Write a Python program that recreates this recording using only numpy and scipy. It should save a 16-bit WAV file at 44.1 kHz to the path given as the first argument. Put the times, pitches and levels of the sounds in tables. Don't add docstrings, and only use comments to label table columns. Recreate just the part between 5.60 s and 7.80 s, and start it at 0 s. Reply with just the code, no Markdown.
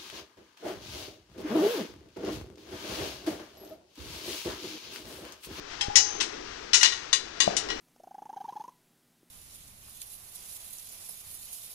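import sys
import numpy as np
from scipy import signal
from scipy.fft import rfft, irfft, next_fast_len
from scipy.io import wavfile
from scipy.ndimage import uniform_filter1d, minimum_filter1d, map_coordinates

SR = 44100
rng = np.random.default_rng(int(sys.argv[2]) if len(sys.argv) > 2 else 0)


def wrap_up_sound(samples):
    columns = np.atleast_2d(samples).T
    tamed = np.clip(columns, -1, 1)
    steps = np.round(tamed * 32767).astype(np.int16)
    wavfile.write(sys.argv[1], SR, steps)


N = 97020


def amp(db):
    return 10 ** (np.asarray(db) / 20)


def along(points, hz):
    freq_hz, values = np.transpose(points)
    return np.interp(np.log(hz + 1), np.log(freq_hz + 1), values)


def curves(rows, outside=None):
    time_s, *columns = np.transpose(rows)
    return [np.interp(np.arange(N) / SR, time_s, c, left=outside, right=outside) for c in columns]


def wobble(rate_hz):
    knots = rng.standard_normal(int(N * rate_hz / SR) + 4)
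    return map_coordinates(knots, [np.arange(N) * rate_hz / SR])


def filtered(x, response):
    size = x.shape[-1]
    padded = next_fast_len(size + SR // 8)
    return irfft(rfft(x, padded) * response(np.fft.rfftfreq(padded, 1 / SR)), padded)[..., :size]


def fade(t, t60_s):
    return np.exp(-np.log(1000) * t / np.maximum(t60_s, 1e-3))


def rise(t, attack_s):
    return 1 - np.exp(-t / attack_s)


def add(track, start_s, sound):
    part = track[:, round(start_s * SR):][:, :sound.shape[-1]]
    part += sound[..., :part.shape[1]]


# freq_hz, correlation
PORT_CORRELATION = [(100, 1), (300, 1), (700, 0.59), (1500, 1), (3000, 0.23), (8000, .05)]

def noise(spectrum_db, size=N):
    def mid_side_gains(hz):
        angle = np.arccos(along(PORT_CORRELATION, hz)) / 2
        return amp(spectrum_db(hz)) * [np.cos(angle), np.sin(angle)]
    mid, side = filtered(rng.standard_normal((2, size)), mid_side_gains)
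    ports = np.array([mid + side, mid - side])
    return ports / np.sqrt(np.mean(ports ** 2) + 1e-20)


# time_s, hiss_db, hum_db
HISS_HUM_LEVELS = [(0, -44, -49.5), (.07, -41, -53), (.13, -36.5, -51), (.2, -39, -51.5), (.5, -38, -46),
                   (.74, -38.5, -40.5), (.83, -40, -44.5), (.88, -38.5, -50), (1.08, -40.5, -48),
                   (1.45, -39.5, -50.5), (1.66, -41.5, -49), (1.73, -40.5, -51.5), (1.8, -39, -43.5),
                   (1.92, -34.5, -42), (2.1, -39, -40), (2.2, -38, -44)]
# time_s, level_db
RUMBLE_LEVEL = [(0, -55), (.45, -56.5), (.8, -61), (1.03, -57), (1.3, -64.5), (1.65, -56.5), (1.8, -75),
                (2.1, -53), (2.2, -48)]
# freq_hz, relative_db
HISS_SPECTRUM = [(100, -6.5), (400, -19), (700, -1.5), (1100, -0.5), (1450, -1), (2200, -2.5), (3500, -5),
                 (5800, -5), (7000, -14.5), (8200, -24), (10000, -37), (12500, -61), (15000, -66)]
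HUM_SPECTRUM = [(100, -56), (200, -7), (320, 1.5), (440, 6), (540, -1.5), (800, -13.5), (2000, -64.5)]
RUMBLE_SPECTRUM = [(15, -0.5), (45, -0.5), (80, -14.5), (150, -27), (300, -9.5), (900, -42)]

def machinery():
    hiss_db, hum_db = curves(HISS_HUM_LEVELS)
    rumble_db, = curves(RUMBLE_LEVEL)
    hiss = amp(hiss_db + .6 * wobble(rate_hz=25)) * noise(lambda hz: along(HISS_SPECTRUM, hz))
    hum = amp(hum_db + 1.8 * wobble(rate_hz=14.4)) * noise(lambda hz: along(HUM_SPECTRUM, hz))
    rumble = amp(rumble_db + .97 * wobble(rate_hz=8.9)) * noise(lambda hz: along(RUMBLE_SPECTRUM, hz))
    return hiss + hum + rumble


# time_s, level_db
WHINE_LEVEL = [(.19, -60), (.215, -35.5), (.275, -31.5), (.293, -53), (0.302, -24.5), (.322, -33.5),
               (.332, -33), (.39, -35), (.53, -38.5), (.62, -49)]

def whine(centre_hz=826, wander_hz=20, flutter_db=1.8):
    level_db, = curves(WHINE_LEVEL, outside=-np.inf)
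    gain = amp(level_db + flutter_db * wobble(rate_hz=60))
    pitch_hz = centre_hz + wander_hz * wobble(rate_hz=130)
    return gain * np.sin(2 * np.pi * np.cumsum(pitch_hz) / SR)


def tilt_db(hz, tilt_db_per_oct, pivot_hz=4770):
    return tilt_db_per_oct * np.log2(np.clip(hz, 800, 12000) / pivot_hz)


# freq_hz, relative_db
CLATTER_SPECTRUM = [(100, 1), (450, -26.5), (1000, -7), (1300, -13.5), (2000, -3), (3300, -2), (6500, -2),
                    (7800, -8.5), (9700, -20.5), (11500, -37.5), (14500, -53)]

def clatter(t, t60_s, crack_db, tilt_db_per_oct):
    dense = noise(lambda hz: along(CLATTER_SPECTRUM, hz) + tilt_db(hz, tilt_db_per_oct), size=len(t))
    decay = fade(t, t60_s) + amp(crack_db) * fade(t, t60_s=.014)
    return dense * decay * rise(t, attack_s=.000068) ** 2


def ring(modes, t, tilt_db_per_oct, damping=1.242, scatter_db=1):
    out = np.zeros((2, len(t)))
    for pitch_hz, relative_db, nominal_t60_s in modes:
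        phase = rng.uniform(0, 2 * np.pi, (2, 1))
        gain = amp(relative_db + tilt_db(pitch_hz, tilt_db_per_oct) + scatter_db * rng.standard_normal())
        out += gain * fade(t, nominal_t60_s / damping) * np.sin(2 * np.pi * pitch_hz * t + phase)
    return out * rise(t, attack_s=.00096)


# pitch_hz, relative_db, nominal_t60_s
GLASS_1 = [(2640, -7, .18), (3205, -1, .15), (3250, 1, .14), (3930, -10, .23), (5248, -1, .22),
           (6380, -7, .2)]
GLASS_2 = [(1916, -12, .22), (2931, -13, .43), (3914, -9, .3), (4498, -10, .27), (4709, -11, .51),
           (5171, -5, .28), (5372, -7, .2), (5550, -5, .28), (5692, -8, .33), (5991, -2, .24),
           (6243, -7, .85), (6294, -16, .9), (6502, 1, .22), (6768, -1, .2), (6932, -3, .26),
           (7101, -8, .28), (7178, -8, .21), (8137, -10, .2), (8703, -15, .2), (9621, -21, .22),
           (10100, -24, .16), (11422, -30, .21), (12400, -33, .14), (13200, -33, .26)]
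GLASS_3 = [(1100, -13, .17), (1897, -6, .2), (2904, -1, .18), (3520, -1, .15), (3588, -3, .16),
           (3698, -11, .3), (3985, -4, .25), (4015, -9, .35), (4743, -5, .27), (4845, -13, .35),
           (5787, -10, .22), (6388, 0, .17), (6517, -1, .17), (7671, -14, .2), (9695, -17, .16)]
GLASS_4 = [(2895, 0, .15), (3699, -4, .24), (5492, -5, .2), (6050, 0, .17), (7146, -3, .17),
           (8290, -9, .15), (9720, -12, .12), (10330, -20, .16)]
GLASS_MODES = {"first": GLASS_1, "second": GLASS_2, "third": GLASS_3, "fourth": GLASS_4}
# pitch_hz, relative_db, nominal_t60_s
RAIL_MODES = [(1420, -12, .28), (1916, -6, .28), (1985, -5, .2), (2945, -2, .26), (3526, -7, .18),
              (3690, -9, .28), (4092, -1, .3), (4770, -7, .3), (5185, -5, .25), (5545, -1, .28),
              (5693, 0, .28)]
# start_s, clatter_db, crack_re_clatter_db, tilt_db_per_oct, clatter_t60_s,
# glass_db, rail_db, glass_ring
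CONTACTS = [ (0.2099, -24, -1.5, -0.5, 0.19, -22, -39, "first"),
            (.356, -11.5, -8, .5, 0.18, -11, -18.5, "second"),
            (0.601, -29, -6, -3, .15, -29, -29.5, "first"),
            (0.608, -18, -13, -0.5, 0.17, -25, -36, "first"),
            (1.1322, -18, -14, 2, 0.3, -31, -14.5, "second"),
            (1.142, -14, -19, 0.5, 0.23, -17.5, -18.5, "second"),
            (1.210, -33, -8, -5, 0.18, -20.5, -24.5, "fourth"),
            (1.2305, -12.5, 16, -0.5, 0.21, -52, -19.5, "second"),
            (1.246, -17, -9, -2, 0.14, -17, -27, "third"), (1.321, -33, -19, -3.5, 0.39, -30, -34, "third"),
            (1.5294, -16.5, 1.5, 1, 0.19, -15, -32, "third"),
            (1.8026, -16, -11, 0, 0.22, -15.5, -34, "third"),
            (1.9666, -20, -2, 3.5, .16, -23, -32, "fourth"),
            (2.087, -30, -4, -6, 0.093, -53, -37, "fourth"), (2.1017, -27, 3, -5, 0.2, -59, -33, "fourth"),
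            ]

def clinks(low_cut_hz=330):
    out, t = np.zeros((2, N)), np.arange(SR * 3 // 4) / SR
    for start_s, clatter_db, crack_db, tilt_db_per_oct, t60_s, glass_db, rail_db, glass_ring in CONTACTS:
        impact = amp(clatter_db) * clatter(t, t60_s, crack_db, tilt_db_per_oct)
        glass = amp(glass_db) * ring(GLASS_MODES[glass_ring], t, tilt_db_per_oct)
        rail = amp(rail_db) * ring(RAIL_MODES, t, tilt_db_per_oct)
        add(out, start_s, in_hall(impact + glass + rail, wet_db=-19))
    return signal.sosfilt(signal.butter(3, low_cut_hz, "highpass", fs=SR, output="sos"), out)


# start_s, level_db, pitch_hz, t60_s, attack_s
KNOCK_MODES = [(0.2821, -24, 79, 0.026, 0.00047), (0.2838, -14, 418, 0.0049, 0.00034),
               (.358, -33, 53.4, 0.19, 0.012), (1.8714, -21, 198, 0.07, 0.004),
               (1.8771, -2.5, 665, 0.02, 0.00059), (1.877, -29, 139, .06, 0.002),
               (1.906, -16, 692, 0.028, 0.0015)]

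def knocks():
    out, t = np.zeros((2, N)), np.arange(SR // 2) / SR
    for start_s, level_db, pitch_hz, t60_s, attack_s in KNOCK_MODES:
        push = -amp(level_db) * np.sin(2 * np.pi * pitch_hz * t) * fade(t, t60_s) * rise(t, attack_s)
        add(out, start_s, in_hall(np.array([push, push]), wet_db=-11))
    return out


# freq_hz, t60_s
HALL_DECAY = [(100, 0.26), (700, 0.55), (2000, 0.75), (6000, 0.54), (12000, 0.24)]

def in_hall(sound, wet_db):
    hz, t, bands = signal.stft(rng.standard_normal((2, SR * 3 // 4)), SR, nperseg=256)
    _, tail = signal.istft(bands * fade(t, along(HALL_DECAY, hz)[:, None]), SR, nperseg=256)
    wet = signal.fftconvolve(sound, tail / np.linalg.norm(tail[0]), axes=1)
    return sound + amp(wet_db) * wet[:, :sound.shape[1]]


def scene():
    return clinks() + knocks() + machinery() + whine()


# freq_hz, gain_db
RIGHT_PORT_RESPONSE = [(30, 0), (150, 0), (250, -.5), (420, -3), (720, -10), (1300, -10), (2200, -11),
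                       (3300, -11), (5400, -21), (9000, -24), (15000, -18)]
# freq_hz, gain_db
TOP_END_TONE = [(10500, 0), (12500, -4), (14500, 9), (15300, -28)]

def record(dry, right_lag_s=.000652, ceiling_db=-.1, top_hz=15300):
    muffled = lambda hz: amp(along(RIGHT_PORT_RESPONSE, hz))
    right = filtered(dry[1], lambda hz: muffled(hz) * np.exp(-2j * np.pi * hz * right_lag_s))
    ports = filtered(np.array([dry[0], right]), lambda hz: amp(along(TOP_END_TONE, hz)))
    needed_gain = np.minimum(1, amp(ceiling_db) / (np.abs(ports).max(axis=0) + 1e-9))
    smooth_gain = uniform_filter1d(minimum_filter1d(needed_gain, size=129), size=129)
    return filtered(ports * smooth_gain, lambda hz: hz < top_hz)


dry = scene()
out = record(dry)
wrap_up_sound(out)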